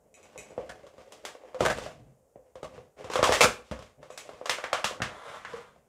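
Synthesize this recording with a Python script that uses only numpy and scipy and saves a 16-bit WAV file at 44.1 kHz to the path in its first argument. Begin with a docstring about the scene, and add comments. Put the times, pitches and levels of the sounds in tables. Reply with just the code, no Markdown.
"""Hollow knocks, dry rubbing and crunching jerks: a cardboard toy box with a plastic window is opened
over a table in a small room. Each contact excites the modes of the enclosed air, panels, flaps and plastic.
The lid flap drags from its slot by stick-slip friction and its tab flicks free; then the plastic tray
snaps past the flaps and scrapes out. Small hard contacts clink now and then over the room's faint rush."""
import sys
import numpy as np
from scipy import signal
from scipy.fft import rfft, irfft, next_fast_len
from scipy.io import wavfile
from scipy.ndimage import map_coordinates

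SR = 44100
rng = np.random.default_rng(int(sys.argv[2]) if len(sys.argv) > 2 else 0)


def wav_out(sig):
    """Save sig, one row per channel (or a flat mono array), as 16-bit PCM at SR to the path in sys.argv[1]."""
    wavfile.write(sys.argv[1], SR, np.round(np.clip(np.atleast_2d(sig).T, -1, 1) * 32767).astype(np.int16))


N = 259308

# A contact's level is that of the panels; its hardness (plastic) and thump (air) are relative to it.
# knocks and snaps: (time [s], level [dB], hardness [dB], thump [dB], panel note [Hz])
KNOCKS = [(0.3577, -44, -25, -20, 466), (0.5783, -29.5, -39, -16, 538), (0.8661, -51.5, -10.5, -13, 526),
          (0.981, -49, -18.5, -8, 536), (1.1216, -53, 0.5, -20, 425), (1.251, -39.5, -2, -28.5, 840),
          (1.3508, -44, -21, -35, 480), (1.4354, -46.5, -29.5, -28, 526), (1.5447, -35.5, -21.5, -23, 533),
          (1.606, -20.5, -17.5, -10, 530), (1.7842, -35, -13, -8, 500), (1.8619, -37, -17.5, -10, 650),
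          (2.3578, -46.5, -38.5, -11, 506), (2.5551, -42, -19.5, -14.5, 526),
          (2.6297, -37, -16.5, -12, 503), (2.7786, -43.5, -28, -7, 478), (3.0429, -42.5, -11, -3.5, 510),
          (3.0998, -36, -12, -27, 450), (3.1352, -38.5, -0.5, -15, 530), (3.156, -24, -11.5, -22.5, 530),
          (3.1903, -24.5, -26, -12, 580), (3.228, -19.5, -11.5, -13, 554), (3.2922, -20, -24, -13.5, 596),
          (3.3222, -25, -5, -19, 860), (3.4071, -17, -8.5, -21, 483), (3.7123, -42, -7.5, 8.5, 610),
          (3.7188, -35.5, -21, -16, 580), (3.7902, -50.5, -6.5, -22, 520), (3.824, -58, 0, -10, 700),
          (4.0287, -46.5, -15.5, -21, 566), (4.1027, -42, -18, -21.5, 526), (4.1759, -47.5, 4, -24, 730),
          (4.2909, -40.5, -18, -23, 600), (4.3332, -49, -17, -12, 547), (4.4129, -37.5, -29.5, -28, 502),
          (4.457, -38, -3.5, -26, 580), (4.4952, -31, 2.5, -19, 960), (4.5843, -38, -12, -30, 630),
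          (4.6395, -34.5, -9, -21.5, 890), (4.7298, -26.5, -6, -22, 628), (4.7953, -51, -1, -27, 633),
          (4.8428, -34.5, 6, -11, 564), (4.9099, -38, -51, -31, 540), (5.0023, -37.5, -30, -0.5, 710),
          (5.019, -41, 6.5, 4, 750), (5.449, -48.5, -2.5, -33, 755), (5.5327, -52, -5, 0, 470),
          (5.7609, -58, -32.5, -14, 664)]
# short low and mid tones of the box, ringing under knocks and crunches or alone as soft bumps:
# (time [s], level [dB], note [Hz])
BOX_TONES = [(0.590, -37, 488), (0.837, -45, 550), (1.074, -47.5, 540), (1.237, -48, 555), (1.607, -32, 63),
             (1.615, -26.5, 366), (1.66, -36.5, 135), (1.972, -46, 128), (2.098, -54, 130.4),
             (2.372, -53.5, 578), (3.436, -36.5, 62), (3.411, -26, 800), (3.44, -31, 378),
             (3.47, -37.5, 230), (4.252, -46.5, 610), (4.718, -42, 760), (4.84, -38.5, 213),
             (5.003, -37, 123), (5.536, -32.5, 478)]
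# card dragging and buckling: (time [s], level [dB], hardness [dB], thump [dB], flap note [Hz], length [s])
CRUNCHES = [(0.692, -42.5, -4.5, -7, 1650, 0.027), (1.623, -29, -10.5, -3.5, 1080, 0.035),
            (1.6488, -21, -7.5, -18.5, 1570, 0.042), (1.700, -25.5, -8.5, -12.5, 1555, 0.025),
            (2.6424, -37, -15, -11, 1120, 0.018), (3.2395, -28, 4, -32.5, 1080, 0.029),
            (3.2704, -27.5, -8, -11.5, 894, 0.029), (3.334, -32, 4, -10.5, 1910, 0.043),
            (3.411, -20.5, 3, -15.5, 2360, 0.033), (3.432, -19.5, -2.5, -7, 1420, 0.024),
            (3.453, -27, -8, -11.5, 1130, 0.0043)]
# fingers rubbing the card: (start [s], length [s], level [dB], hardness [dB], thump [dB])
STROKES = [(0.0, 0.19, -62, -31, -5), (0.155, 0.18, -54.5, -11.5, -10), (0.365, 0.082, -47.5, -11.5, -7),
           (0.483, 0.36, -50, -15, -10), (0.925, .36, -52.5, -12, -12), (1.395, 0.3, -50.5, -18, -25),
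           (1.582, 0.25, -40.5, -7, -5.5), (1.93, 0.13, -60, -16.5, 8), (2.412, 0.056, -64, -18.5, -14),
           (2.608, 0.17, -50.5, -14, -4.5), (2.963, 0.11, -45, -14.5, -14), (3.104, 0.064, -36.5, -2, -12),
           (3.217, 0.13, -33.5, 2, -16), (3.63, 0.046, -65, 3, -15), (3.742, 0.08, -54, -6, -14),
           (3.97, 0.026, -50, -35, -1), (4.004, 0.42, -57, -8, -9), (4.43, 0.17, -56.5, 1, -13),
           (4.867, 0.24, -44.5, -29, -10), (5.265, .30, -59, 2, 1.5), (5.654, 0.11, -66, -7.5, 5)]
# envelope of the sliding tray: (time [s], level [dB])
TRAY_ENVELOPE = [(5.0, -66), (5.07, -56), (5.17, -42.5), (5.26, -44), (5.36, -42.5), (5.43, -70),
                 (5.5, -45.5), (5.601, -53), (5.688, -53.5), (5.78, -101)]
# light hard contacts: (time [s], level [dB])
CLINKS = [(0.142, -52), (0.23, -55), (0.378, -40), (0.488, -59), (4.108, -53), (4.122, -54.5),
          (4.178, -43.5)]
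# how freely the flaps ring: (time [s], freedom [0 held, 1 free])
FLAP_FREEDOM = [(1.5, 0.066), (2.7, 0.0051), (3.2, 0.36), (3.42, 0.04), (3.75, 0.3), (4.3, 0.027),
                (4.48, 0.37), (4.85, .58), (5.05, 0.91), (5.45, 1), (5.6, 0.66), (5.75, 0.21)]

# modes of the box's parts and of what clinks: (frequency [Hz], bandwidth [Hz], gain [dB])
AIR_MODES = [(64, 55, 3), (118, 98, -5), (226, 170, 2)]
PANEL_MODES = [(360, 450, -8), (430.6, 27, -6), (509.8, 36, 2), (601, 110, -3.5), (712, 37, -9),
               (903, 410, -26.5)]
FLAP_MODES = [(882, 280, 2.5), (1133, 200, 8), (1536, 1300, 3), (2080, 110, -7), (2660, 170, -7)]
TAB_MODES = [(2410, 30, 0), (2663, 68, -1)]
CLINK_MODES = [(2255, 120, 7), (2500, 96, 8), (3010, 100, -5), (3850, 235, -4), (6120, 300, 1),
               (6920, 330, 5), (7100, 120, -15), (7760, 95, 8), (8940, 150, -1), (10800, 550, -7)]
# spectra of the thin plastic, tray scrape, reverberation and room noise: (frequency [Hz], gain [dB])
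PLASTIC_SPECTRUM = [(1200, -26.5), (2700, 7), (3500, 6.5), (4300, 1.5), (5500, 1), (7500, -3),
                    (9500, -10.5), (12500, -21), (16000, -29.5)]
SCRAPE_SPECTRUM = [(150, -35.5), (300, -17), (550, 2.5), (750, -2), (1000, -0.5), (1350, -2), (1800, -9.5),
                   (2500, -19.5), (3550, -14), (4300, -24.5), (7000, -27.5), (10000, -30.5), (16000, -54)]
REVERB_SPECTRUM = [(100, -2), (500, -4), (2000, 3.53), (6000, 3.5), (14000, 3.5)]
BACKGROUND_SPECTRUM = [(20, -20), (60, 0), (150, -8.5), (330, -6.5), (510, 5), (900, -10.5), (1800, -23.5),
                       (4000, -32.5), (7000, -20), (11000, -25.5), (16000, -30)]
# reverberation time of the room: (frequency [Hz], time to fall 60 dB [s])
REVERB_TIMES = [(100, .42), (500, .37), (1800, .3), (5000, .27), (10000, .27), (15000, .26)]

PARTS = 4  # enclosed air, panels, flaps, plastic, in that order
HIT_SAMPLES = 8192
FLAP_HELD_DB, FLAP_FREE_DB = -2.5, 10.5  # flaps over panels, at 0 dB hardness
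TAUT_TILT_DB, SLACK_TILT_DB = 5.5, -3  # plastic's treble per octave, box shut and open, at 0 dB hardness
FLAP_PER_HARD, TILT_PER_HARD = 0.43, 0.17  # flap level [dB] and tilt [dB/octave] per dB of hardness


def knocks():
    """Snap-through: a panel pops with an impulse that fills the room, and a brief chatter close by."""
    out, t = np.zeros(N), np.arange(HIT_SAMPLES) / SR
    push = np.tile(signal.unit_impulse(HIT_SAMPLES), (PARTS, 1))
    decay_s = np.array([[.008], [.004], [.003], [.0026]])
    chatter = np.exp(-t / decay_s) * (1 - np.exp(-t / 0.00097))
    for s, db, hard_db, thump_db, panel_hz in KNOCKS:
        levels, tilt_db = coupling(s, db, hard_db, thump_db)
        flap_hz = 2.15 * panel_hz
        forces = push * [[28], [12], [6], [.6]] + chatter * rng.standard_normal((PARTS, HIT_SAMPLES))
        add(out, s, strike(forces, levels, tilt_db, panel_hz, flap_hz))
        add(out, s, amp(1.5) * reverberation(strike(push, levels, tilt_db, panel_hz, flap_hz)))
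    return out


def coupling(s, db, hard_db, thump_db):
    """Coupling: harder contacts reach stiffer parts; opening frees the flaps and slackens the plastic."""
    free = np.interp(s, *np.transpose(FLAP_FREEDOM))
    flap_db = FLAP_HELD_DB + free * (FLAP_FREE_DB - FLAP_HELD_DB) + FLAP_PER_HARD * hard_db
    tilt_db = TAUT_TILT_DB + free * (SLACK_TILT_DB - TAUT_TILT_DB) + TILT_PER_HARD * hard_db
    return db + np.array([thump_db, 0, flap_db, hard_db]), tilt_db


def strike(forces, levels, tilt_db, panel_hz, flap_hz, flap_q=2):
    """Superposition: all parts of the box answer one blow, each at its own level."""
    air, panel, flap, sheet = box(forces, tilt_db)
    panel = struck_spot(panel, panel_hz, q=7.2, boost=2.5)
    flap = struck_spot(flap, flap_hz, flap_q, boost=4.4)
    return sum(amp(db) * fixed_energy(part) for db, part in zip(levels, (air, panel, flap, sheet)))


def struck_spot(x, hz, q, boost):
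    """Selective excitation: the point of impact brings out the modes near one note."""
    return x + boost * signal.lfilter(*signal.iirpeak(hz, q, fs=SR), x)


def box(forces, tilt_db):
    """Forced vibration: air, large panels, stiff flaps and plastic each filter their own force."""
    air, panel, flap, sheet = forces
    return [resonate(air, AIR_MODES), resonate(panel, PANEL_MODES),
            resonate(flap, FLAP_MODES), plastic(sheet, tilt_db)]


def plastic(force, tilt_db):
    """Modal overlap: the dense modes of thin plastic merge into a smooth minimum-phase response."""
    def response(hz):
        treble_octaves = np.log2(np.maximum(hz, 3000) / 3000)
        gain = amp(along(PLASTIC_SPECTRUM, hz) + tilt_db * treble_octaves)
        cepstrum = irfft(np.log(gain))
        half = len(cepstrum) // 2
        causal_fold = np.r_[1, np.full(half - 1, 2), np.zeros(half)]
        return np.exp(rfft(cepstrum * causal_fold))
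    return filtered(force, response)


def box_tones():
    """Damped oscillation: one low or mid mode of the box swells and dies within a few cycles."""
    out, t = np.zeros(N), np.arange(HIT_SAMPLES) / SR
    for s, db, hz in BOX_TONES:
        cycles = hz * t
        ring = np.sin(2 * np.pi * cycles) * np.exp(-cycles / 3.7) * (1 - np.exp(-cycles / 2.0))
        add(out, s, in_room(amp(db) * fixed_energy(ring), wet_db=-0.5))
    return out


def crunches():
    """Stick-slip: the lid flap catches, then drags through its slot in a short dense run of slips."""
    out, t = np.zeros(N), np.arange(HIT_SAMPLES) / SR
    for s, db, hard_db, thump_db, flap_hz, length in CRUNCHES:
        levels, tilt_db = coupling(s, db, hard_db, thump_db)
        levels += [0, 0, 5, 0]  # the dragging flap is driven harder
        envelope = np.exp(-(t / length) ** 2) + .4 * np.exp(-t / 0.013)
        force = slips(HIT_SAMPLES, per_s=4900, spread_db=4.0) * envelope
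        crunch = strike([force] * PARTS, levels, tilt_db, panel_hz=620, flap_hz=flap_hz, flap_q=7)
        add(out, s, in_room(crunch, wet_db=-8))
    return out


def tab(s=3.408, db=-19):
    """Free vibration: the lid's stiff tab rings briefly as it flicks out of its slot."""
    out = np.zeros(N)
    ring = fixed_energy(resonate(signal.unit_impulse(HIT_SAMPLES), TAB_MODES))
    add(out, s, in_room(amp(db) * ring, wet_db=-5))
    return out


def rubbing(rise_s=0.018, release_s=0.053):
    """Sliding friction: fingers drag over the card, and fine and coarse slips shake the box."""
    t, drive = np.arange(N) / SR, np.zeros((PARTS, N))
    for s, length, db, hard_db, thump_db in STROKES:
        levels, _ = coupling(s, db, hard_db, thump_db)
        press = np.clip((t - s) / rise_s, 0, 1) * np.exp(-np.maximum(t - s - length, 0) / release_s)
        drive = np.maximum(drive, amp(levels)[:, None] * press)
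    grip = amp(np.minimum(3 * wobble(45) - 3.5, 1))  # comes and goes, mostly below full pressure
    fine, coarse = slips(N, per_s=6000, spread_db=1.5), slips(N, per_s=100, spread_db=1.8)
    parts = box([fine + share * coarse for share in [0.35, 0.37, 0.45, .5]], tilt_db=2.5)
    rub = grip * sum(gain * unit_rms(part) for gain, part in zip(drive, parts))
    return in_room(rub, wet_db=-1.5)[:N]


def tray():
    """Sliding friction: the plastic tray's edge scrapes along the inside of the box, catching lightly."""
    pressure = amp(2.0 * wobble(35))
    fine, catches = slips(N, per_s=2700, spread_db=-1.0), slips(N, per_s=130, spread_db=-2.0)
    scrape = coloured(pressure * (fine + 0.36 * catches), SCRAPE_SPECTRUM)
    level_db = np.interp(np.arange(N) / SR, *np.transpose(TRAY_ENVELOPE), left=-np.inf, right=-np.inf)
    return in_room(amp(level_db) * scrape, wet_db=1.5)[:N]


def clinks():
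    """Impulse response: small hard contacts excite treble modes that die quickly."""
    out = np.zeros(N)
    ring = fixed_energy(resonate(signal.unit_impulse(HIT_SAMPLES), CLINK_MODES))
    for s, db in CLINKS:
        add(out, s, in_room(amp(db) * ring, wet_db=5.0))
    return out


def in_room(x, wet_db):
    """Energy balance: the direct and reverberant fields share the sound's energy."""
    out = amp(wet_db) * reverberation(x)
    out[:len(x)] += x
    return out / np.hypot(1, amp(wet_db))


def reverberation(x):
    """Diffuse reflection: table and shelves answer within milliseconds, then decay exponentially."""
    hz, t, noise = signal.stft(rng.standard_normal(SR // 2), SR, nperseg=256)
    fade_db = along(REVERB_SPECTRUM, hz)[:, None] - 60 * t / along(REVERB_TIMES, hz)[:, None]
    tail = signal.istft(noise * amp(fade_db), SR, nperseg=256)[1]
    tail *= np.clip((np.arange(len(tail)) / SR - .002) / 0.0028, 0, 1)
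    return signal.fftconvolve(x, tail / np.linalg.norm(tail))


def background():
    """Stationary noise: the faint steady rush of the room."""
    return amp(-68.0) * coloured(rng.standard_normal(N), BACKGROUND_SPECTRUM)


def resonate(x, modes):
    """Modal summation: damped resonators in parallel, rolled off outside their range."""
    def response(f):
        return sum(amp(db) * 1j * f * width / (hz * hz - f * f + 1j * f * width)
                   for hz, width, db in modes)
    edges_hz = [modes[0][0] * 0.75, min(modes[-1][0] * 0.88, SR / 2 - 1)]
    return signal.sosfilt(signal.butter(2, edges_hz, 'band', fs=SR, output='sos'), filtered(x, response))


def slips(count, per_s, spread_db):
    """Poisson process: tiny stick-slip releases of uneven size at random moments."""
    released = rng.random(count) < per_s / SR
    return unit_rms(released * rng.standard_normal(count) * amp(spread_db * rng.standard_normal(count)))


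def wobble(knots_per_s):
    """Spline interpolation: a smooth curve through random knots."""
    knots = rng.standard_normal(int(N * knots_per_s / SR) + 4)
    return map_coordinates(knots, [np.arange(N) * knots_per_s / SR])


def coloured(x, spectrum):
    """Spectral shaping by (frequency [Hz], gain [dB]) points, scaled to rms 1."""
    return unit_rms(filtered(x, lambda hz: amp(along(spectrum, hz))))


def filtered(x, response):
    """Linear filtering: the spectrum of x times a complex frequency response."""
    size = 2 * next_fast_len(len(x) // 2 + HIT_SAMPLES)
    return irfft(rfft(x, size) * response(np.fft.rfftfreq(size, 1 / SR)), size)[:len(x)]


def along(points, hz):
    """Interpolation of (frequency [Hz], value) points on a logarithmic axis."""
    frequencies, values = np.transpose(points)
    return np.interp(np.log(hz + 1), np.log(frequencies + 1), values)


def amp(db):
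    """Decibels as an amplitude ratio."""
    return 10 ** (np.asarray(db) / 20)


def unit_rms(x):
    """Power normalisation to rms 1."""
    return x / np.sqrt(np.mean(x ** 2) + 1e-20)


def fixed_energy(x):
    """Energy normalisation to that of 10 ms at rms 1."""
    return x * np.sqrt(SR / 100 / (np.sum(x ** 2) + 1e-20))


def add(track, s, x):
    """Superposition of x on the track at time s."""
    remainder = track[max(round(s * SR), 0):]
    remainder[:len(x)] += x[:len(remainder)]


def scene():
    """Superposition: all the handling of the box over the quiet room, in one channel."""
    return (knocks() + box_tones() + crunches() + tab() + rubbing() + tray() + clinks()
            + background())[None]


def record(dry):
    """Band limiting: the deepest bass is thinned and the highest treble is cut off steeply."""
    low_hz, top_hz = 32, 15600
    thinned = signal.sosfilt(signal.butter(2, low_hz, 'high', fs=SR, output='sos'), dry)
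    return np.array([filtered(channel, lambda hz: 1 / np.sqrt(1 + (hz / top_hz) ** 200))
                     for channel in thinned])


dry = scene()
out = record(dry)
wav_out(out)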